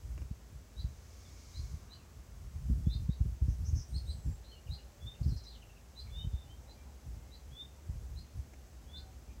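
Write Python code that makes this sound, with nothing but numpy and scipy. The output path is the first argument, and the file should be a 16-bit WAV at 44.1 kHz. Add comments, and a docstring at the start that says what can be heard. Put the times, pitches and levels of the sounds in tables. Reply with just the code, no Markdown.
"""Shorebirds on a windy tidal flat

Small birds call with their voice box: sharp rising chips, sad whistles and a raspy twitter, each a
sliding tone smeared by echoes from the shore. Gusts of swirling air rumble and thump on the microphone.
Behind them are a few close ticks, distant water, a soft hiss, a faint low drone and a thin high whine."""
import sys
import numpy as np
from scipy import signal
from scipy.fft import rfft, irfft
from scipy.io import wavfile
from scipy.ndimage import uniform_filter1d, map_coordinates

SR = 44100
rng = np.random.default_rng(int(sys.argv[2]) if len(sys.argv) > 2 else 0)


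def to_wav(s):
    """Save 16-bit WAV."""
    ch = np.atleast_2d(s).T  # columns
    pcm = np.round(np.clip(ch, -1, 1) * 32767)  # PCM
    wavfile.write(sys.argv[1], SR, pcm.astype(np.int16))


N = 414540
TIME = np.arange(N) / SR


# one chip rises, flicks up and snaps down: (time from the flick [s], pitch [ratio], level [dB])
CHIP_SHAPE = [(-.05, .92, -28), (-.035, .96, -11), (-.025, .998, -2.5), (-.015, 1.03, -.8),
              (-.005, 1.058, -1.5), (-.001, 1.23, -3.5), (.001, 1.24, -4), (.003, .84, -9), (.006, .8, -30)]
# the chips: (time of the flick [s], pitch [Hz], level [dB])
CHIP_NOTES = [(0.802, 3900, -57.5), (1.577, 3990, -58.5), (1.936, 3920, -59.5), (2.939, 3970, -57),
              (3.127, 3760, -63.5), (3.968, 4110, -53.5), (4.108, 3890, -56), (4.737, 3950, -54.5),
              (5.48, 3970, -57), (6.0, 3980, -55), (6.713, 3950, -66), (7.346, 3910, -62),
              (8.194, 4060, -61.5), (8.982, 4000, -58)]
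def chips(waver=0.011, overtone_db=-25, pace_spread=0.087):
    """The bird's voice box makes the same move for every chip, each at its own pitch and pace."""
    out = np.zeros(N)
    for when, hz, db in CHIP_NOTES:
        stretch = np.exp(pace_spread * rng.standard_normal())
        t = np.arange(CHIP_SHAPE[0][0] * stretch, CHIP_SHAPE[-1][0] * stretch, 1 / SR)
        ratio, shape_db = curve(CHIP_SHAPE, t / stretch)
        pitch = hz * ratio * (1 + waver * walk(328, t - t[0]))
        voice = tone(pitch) + undb(overtone_db) * tone(2 * pitch)
        add(out, when + t[0], undb(db + shape_db) * voice)
    return out


# one whistle starts softly, rises and levels off: (how far along [0-1], pitch [ratio], level [dB])
WHISTLE_SHAPE = [(0, .91, -24), (.2, .93, -11), (.39, .945, -12), (.46, .96, -1), (.8, .99, 0),
                 (.93, 1, -4), (1, 1, -22)]
# the whistles: (start [s], length [s], top pitch [Hz], level [dB])
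WHISTLE_NOTES = [(2.846, .125, 3700, -58.5), (4.992, 0.16, 3670, -55.5), (6.099, 0.14, 3740, -51),
                 (6.133, 0.14, 3100, -61), (6.45, .11, 3180, -66), (7.513, 0.13, 3630, -49),
                 (8.878, .125, 3634, -52)]
def whistles(waver=0.01, flutter_db=2.6):
    """Sad, nearly pure bird notes that share one rising shape."""
    out = np.zeros(N)
    for start, length, hz, db in WHISTLE_NOTES:
        t = np.arange(0, length, 1 / SR)
        ratio, shape_db = curve(WHISTLE_SHAPE, t / length)
        pitch = hz * ratio * (1 + waver * walk(318, t))
        add(out, start, tone(pitch) * undb(db + shape_db + flutter_db * walk(55, t)))
    return out


# the raspy twitter: (start [s], length [s], first pitch [Hz], last pitch [Hz], level [dB])
RASP_NOTES = [(3.463, 0.11, 5800, 5970, -69), (3.64, 0.078, 5650, 6380, -58),
              (3.74, 0.11, 5900, 5760, -56.5), (4.437, 0.03, 4000, 3930, -66),
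              (5.227, 0.029, 4590, 4970, -61), (5.273, 0.043, 5250, 4920, -62),
              (5.3, 0.067, 4350, 4330, -69), (5.36, 0.04, 5370, 4780, -59), (5.387, 0.033, 4440, 4150, -65),
              (5.434, 0.024, 5780, 4680, -60.5), (5.5, 0.08, 4270, 3630, -63.5)]
def rasps(trill_hz=170, depth=0.074, rough=0.049):
    """Bird notes that buzz because their pitch shakes quickly and unevenly."""
    out = np.zeros(N)
    for start, length, first_hz, last_hz, db in RASP_NOTES:
        t = np.arange(0, length, 1 / SR)
        shake = depth * np.sin(2 * np.pi * trill_hz * t) + rough * walk(906, t)
        pitch = np.interp(t, [0, length], [first_hz, last_hz]) * (1 + shake)
        add(out, start, tone(pitch) * swell(t / length, crest=0.34) * undb(db))
    return out


# the path of one very high call: (time [s], pitch [Hz], level [dB])
THIN_CALL_PATH = [(3.88, 8480, -74), (3.96, 8600, -67), (4.04, 8560, -78), (4.11, 8280, -66),
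                  (4.19, 7900, -71), (4.28, 7480, -74), (4.36, 7520, -67)]
def thin_call(waver=.007):
    """A thin, slightly shaky call that swells and fades as it slides down."""
    out = np.zeros(N)
    t = np.arange(THIN_CALL_PATH[0][0], THIN_CALL_PATH[-1][0], 1 / SR)
    hz, db = curve(THIN_CALL_PATH, t)
    pitch = hz * (1 + waver * walk(300, t))
    add(out, t[0], tone(pitch) * undb(db))
    return out


# short falling pips: (start [s], first pitch [Hz], level [dB])
PIP_NOTES = [(4.665, 3290, -65), (4.78, 3200, -67), (5.14, 3200, -67), (5.545, 3680, -66),
             (5.615, 3340, -63.5), (5.688, 3250, -67), (5.762, 3060, -70), (6.066, 2600, -63)]
def pips(length_s=0.0234, fall=0.248):
    """Every pip drops by the same share of its pitch in the same short time."""
    notes = [(start, length_s, hz, hz * (1 - fall), db) for start, hz, db in PIP_NOTES]
    return glides(notes, waver=0.04)


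# distant calls: (start [s], length [s], first pitch [Hz], last pitch [Hz], level [dB])
FAR_NOTES = [(1.24, 0.063, 3720, 3280, -69.5), (1.92, 0.061, 3020, 2970, -70),
             (1.98, 0.057, 2900, 2450, -73), (4.45, 0.11, 4070, 4310, -61.5),
             (4.51, 0.069, 3170, 2840, -64), (5.28, 0.195, 4210, 4110, -63), (6.31, .17, 3580, 3600, -66.5),
             (6.76, 0.065, 2400, 2330, -71), (7.13, 0.23, 2140, 2100, -80), (7.75, 0.084, 970, 930, -74),
             (8.9, 0.18, 1530, 1476, -77), (8.98, 0.24, 775, 730, -72.5), (9.27, .1, 2390, 2420, -74)]
def far_calls():
    """Birds far across the flat sing faint sliding notes."""
    return glides(FAR_NOTES, waver=.015)


def glides(notes, waver, flutter_db=3.0, bend=0.41):
    """Wavering notes whose pitch slides quickly at first, then more slowly."""
    out = np.zeros(N)
    for start, length, first_hz, last_hz, db in notes:
        t = np.arange(0, length, 1 / SR)
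        progress = t / length
        slide = progress + bend * progress * (1 - progress)
        pitch = (first_hz + (last_hz - first_hz) * slide) * (1 + waver * walk(320, t))
        loudness = swell(progress, crest=0.39) * undb(db + flutter_db * walk(52, t))
        add(out, start, tone(pitch) * loudness)
    return out


def shore_echoes(calls, echo_db, near_s, far_s, far_db, bank_db, bank_s=0.013):
    """A nearby bank sends back one echo, rocks and weed a quick blur, the far shore a faint long one."""
    t = np.arange(SR // 2) / SR
    near = undb(-60 * t / near_s)  # near_s and far_s: time to fade by 60 dB
    far = undb(far_db - 60 * t / far_s)
    tail = rng.standard_normal(len(t)) * (near + far) * np.minimum(t / bank_s, 1)
    tail /= np.linalg.norm(tail)
    tail[int(bank_s * SR)] += undb(bank_db)
    return calls + undb(echo_db) * signal.fftconvolve(calls, tail)[:N]


# gusts on the microphone: (start [s], length [s], level [dB])
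WIND_GUSTS = [(.04, 0.18, -38.5), (0.511, .05, -48), (0.777, 0.13, -40), (1.561, 0.21, -41.5),
              (2.155, 0.37, -51.5), (2.432, 0.024, -38), (2.556, .14, -37.5), (2.7, 0.1, -27.5),
              (2.83, .2, -34), (3.205, 0.12, -36.5), (3.448, 0.1, -32.5), (3.595, 0.032, -29.5),
              (3.687, 0.099, -32.5), (3.901, 0.27, -36.5), (4.262, 0.039, -28), (4.686, 0.048, -36),
              (5.035, 0.026, -38.5), (5.222, 0.11, -28.5), (6.01, .33, -41.5), (6.4, 0.24, -53.5),
              (7.065, 0.096, -40), (7.492, 0.016, -44.5), (7.882, 0.085, -38), (8.023, 0.025, -37.5),
              (8.105, 0.094, -42), (8.361, 0.057, -38.5), (8.8, 0.72, -56.5)]
def gusts(rise_s=0.031, fade_s=0.026, breeze_db=-61.5, buffet_per_s=25, buffet_db=2.5):
    """How hard the wind blows: each gust builds, holds unevenly and dies away over a light breeze."""
    power = np.full(N, undb(breeze_db) ** 2)
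    t = np.arange(SR) / SR - rise_s
    for start, length, db in WIND_GUSTS:
        rise = np.minimum(1 + t / rise_s, 1)
        fade = np.exp(-np.maximum(t - length, 0) / fade_s)
        add(power, start + t[0], (undb(db) * rise * fade) ** 2)
    return np.sqrt(power) * undb(buffet_db * walk(buffet_per_s))


# how deep the wind's rumble sounds: (frequency [Hz], level [dB])
RUMBLE_COLOUR = [(20, -31), (35, -5), (50, 3), (65, 5), (100, -5.5), (140, -8.5), (200, -26.5),
                 (300, -38.5), (500, -73), (1000, -88)]
def wind(rumble_db=-3.0, flutter_db=-23, rustle_db=-39, rustle_growth=0.41, strong_db=-30):
    """Churning air rumbles in the microphone's opening; strong gusts also flutter and faintly rustle."""
    strength = gusts()
    force = strength / undb(strong_db)  # 1 in a strong gust
    rumble = noise(RUMBLE_COLOUR)
    rumble /= np.sqrt(uniform_filter1d(rumble ** 2, SR // 16))  # even it out: gusts alone set the swells
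    flutter = noise([(100, -2), (200, 7), (300, -3), (450, -22.5), (900, -61.5)])
    flutter *= undb(flutter_db) * force
    rustle = noise([(300, -10), (1500, -31), (5000, 32), (15000, 24)])
    rustle *= undb(strong_db + rustle_db) * force ** rustle_growth
    return strength * (undb(rumble_db) * rumble + flutter) + rustle


# strong swirls of air that hit the microphone: (time [s], pitch [Hz], level [dB])
SWIRLS = [(0.311, 103, -30.5), (.845, 73, -27), (1.598, 76, -31), (1.74, 89, -32), (2.701, 127, -25),
          (2.872, 132, -20.5), (2.957, 81.5, -24.5), (3.094, 131, -21), (3.21, 94, -19), (3.259, 111, -27),
          (3.421, 73, -20.5), (3.486, 91.5, -23), (3.734, 72, -22.5), (4.289, 100, -32),
          (5.216, 112, -30.5), (5.265, 93, -23), (5.323, 135, -25), (6.248, 125, -33), (6.271, 79, -26.5),
          (6.339, 69.4, -27), (7.896, 87, -28.5)]
# the noise of a swirl's ragged edge: (frequency [Hz], level [dB])
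RAGGED_COLOUR = [(60, -3.5), (140, 6), (260, 6), (400, -7.5), (600, -23.5), (1200, -79)]
def swirls(ring_hz=62, ring_s=0.03, ring_db=-9, sharpness=2.37, rough_db=-19, rough_s=0.0075):
    """Each swirl thumps with one push and pull of air; the microphone's opening rings briefly after it."""
    thumps, ragged = np.zeros(N), np.zeros(N)
    t = np.arange(-SR // 25, SR // 10) / SR
    after = np.maximum(t, 0)
    ring = undb(ring_db) * np.sin(2 * np.pi * ring_hz * after) * np.exp(-after / ring_s)
    burst = np.exp(-(t / rough_s) ** 2)
    for when, hz, db in SWIRLS:
        passage = 2 * sharpness * hz * t
        push_pull = -passage * np.exp((1 - passage ** 2) / 2)
        add(thumps, when + t[0], rng.choice([-1, 1]) * undb(db) * (push_pull - ring))
        breakup = (hz / 110) ** 2  # small fast swirls break up more
        add(ragged, when + t[0], undb(db + rough_db) * breakup * burst)
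    return thumps + ragged * noise(RAGGED_COLOUR)


def microphone_opening(pressure, cut_hz=45.3):
    """The microphone's opening lets no deep bass through."""
    return signal.sosfilt(signal.butter(4, cut_hz, "high", fs=SR, output="sos"), pressure)


# small ticks close by: (time [s], level [dB])
CLOSE_TICKS = [(0.178, -50), (0.218, -52.5), (8.535, -51)]
# a tick's mix of low and high sound: (frequency [Hz], level [dB])
TICK_COLOUR = [(300, 20), (900, 4.5), (1800, 6.5), (2450, 12.5), (3300, -12), (6500, -0.5), (12000, -27)]
def ticks(fade_s=0.054):
    """Dry little cracks: bursts of noise that die away at once."""
    loudness = np.zeros(N)
    t = np.arange(SR // 20) / SR
    for when, db in CLOSE_TICKS:
        add(loudness, when, undb(db - 60 * t / fade_s))
    return loudness * noise(TICK_COLOUR)


# the hush of the open shore: (frequency [Hz], level [dB])
AIR_COLOUR = [(15, -85), (25, -37), (55, 2.5), (75, -7), (169, -18.5), (221, -19), (305, -25.5),
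              (421, -23.5), (495, -26), (684, -27.5), (804, -30), (4040, -39.5), (6380, -35.5),
              (9050, -44.5), (15500, -45)]
def open_air(level_db=-64.5, ripple_db=0.13):
    """Open air makes a nearly steady noise, strongest in the bass."""
    air = noise(AIR_COLOUR)
    above_bass = signal.sosfilt(signal.butter(8, 300, "high", fs=SR, output="sos"), air)
    air /= np.std(above_bass)  # so level_db is the level of the part above the bass
    return air * undb(level_db + ripple_db * walk(5))


# the wash of distant water: (time [s], middle frequency [Hz], level [dB])
WASH_PATH = [(0, 1010, -92.5), (1.8, 1190, -73), (3, 900, -84), (4, 630, -78), (5, 620, -71.5),
             (5.7, 760, -77.5), (6.6, 674, -72), (8, 652, -78), (9.4, 685, -75)]
def distant_water(lap_db=1.4, width_octaves=0.54):
    """Far water washes and laps: a band of noise that slowly drifts higher and lower."""
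    middle_hz, db = curve(WASH_PATH)
    out = np.zeros(N)
    for hz in np.geomspace(400, 1600, 5):
        band = noise([(hz / 2, -40), (hz, 0), (hz * 2, -40), (SR / 2, -90)])
        closeness = np.exp(-(np.log2(hz / middle_hz) / width_octaves) ** 2)
        out += band * closeness * undb(db + lap_db * walk(10))
    return out


# the rise and fall of the hiss: (time [s], level [dB])
HISS_SWELL = [(.5, -92), (.85, -75), (1.2, -65.5), (1.65, -62.5), (1.85, -73), (2.1, -104)]
# how bright the hiss sounds: (frequency [Hz], level [dB])
HISS_COLOUR = [(1500, -52), (2200, 5), (2700, -11), (4000, -2), (4800, 2.5), (6500, 4.5), (8000, -6),
               (14000, -19)]
def hiss():
    """A soft hiss swells once and fades."""
    return noise(HISS_COLOUR) * undb(curve(HISS_SWELL)[0])


# the path of the low drone: (time [s], pitch [Hz], level [dB])
DRONE_PATH = [(0, 77, -68), (1.3, 86.2, -58.5), (2.2, 77.9, -62), (5.7, 65.6, -68), (6.8, 68.43, -56.5),
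              (8.6, 69.12, -59), (9.4, 70.14, -53)]
def drone(waver=0.0302, throb_db=2, rumble_db=-13):
    """A low tone wavers and throbs, with a soft rumble just above it."""
    hz, db = curve(DRONE_PATH)
    throb = undb(throb_db * walk(12))
    rumble = noise([(80, -43), (210, 3.5), (320, -0.5), (700, -27.5), (2000, -64)])
    pitch = hz * (1 + waver * walk(8.3))
    return undb(db) * (throb * tone(pitch) + undb(rumble_db) * rumble)


# the tones of the whine: (pitch [Hz], level [dB])
WHINE_TONES = [(6184, -87), (7563, -89), (7623, -85), (7925, -85), (7985, -97.5)]
def whine(waver_hz=3):
    """A few thin, high tones hold almost still."""
    return sum(tone(hz + waver_hz * walk(20)) * undb(db) for hz, db in WHINE_TONES)


def undb(db):
    """Turn decibels into a number to multiply a sound by."""
    return 10 ** (np.asarray(db) / 20)


def curve(rows, at=TIME):
    """Join a table's rows with straight lines: one curve for each column after the first."""
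    times, *columns = np.transpose(rows)
    return [np.interp(at, times, column) for column in columns]


def add(out, start, sound):
    """Mix a sound in at a start time in seconds."""
    i = max(int(start * SR), 0)
    out[i:i + len(sound)] += sound[:len(out) - i]


def noise(colour):
    """Noise of average power 1, shaped by a colour: rows of (frequency [Hz], level [dB])."""
    hz, db = np.transpose(colour)
    frequencies = np.maximum(np.fft.rfftfreq(N, 1 / SR), 1)
    gain = undb(np.interp(np.log(frequencies), np.log(hz), db))
    shaped = irfft(rfft(rng.standard_normal(N)) * gain, N)
    return shaped / np.sqrt(np.mean(shaped ** 2))


def walk(per_s, t=TIME):
    """A smooth random wobble, about 1 in size, through per_s new values a second."""
    points = rng.standard_normal(4096)
    return map_coordinates(points, [t * per_s], order=2, mode="wrap")


def tone(hz):
    """A pure tone that follows a changing pitch."""
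    return np.sqrt(2) * np.sin(2 * np.pi * np.cumsum(hz) / SR)


def swell(progress, crest):
    """A note's loudness from start (0) to end (1): up to the crest, then down."""
    return np.sin(np.pi * np.interp(progress, [0, crest, 1], [0, .5, 1]))


def scene():
    """Echoing birds out on the flat, wind at the microphone and a quiet background, in one channel."""
    birds = shore_echoes(chips(), echo_db=4, near_s=.22, far_s=.5, far_db=-18, bank_db=-7)
    clear_calls = whistles() + thin_call()
    birds += shore_echoes(clear_calls, echo_db=-7.5, near_s=.16, far_s=.5, far_db=-18, bank_db=-18)
    faint_calls = far_calls() + pips()
    birds += shore_echoes(faint_calls, echo_db=-4, near_s=.17, far_s=.6, far_db=-13, bank_db=-12)
    birds += shore_echoes(rasps(), echo_db=-2, near_s=.12, far_s=.5, far_db=-15, bank_db=-6)
    weather = microphone_opening(wind() + swirls())
    background = ticks() + open_air() + distant_water() + hiss() + drone() + whine()
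    return (birds + weather + background)[None]


def record(dry):
    """Cut away the very highest treble."""
    top_hz = 15750
    return signal.sosfilt(signal.ellip(10, .1, 70, top_hz, fs=SR, output="sos"), dry)


dry = scene()
out = record(dry)
to_wav(out)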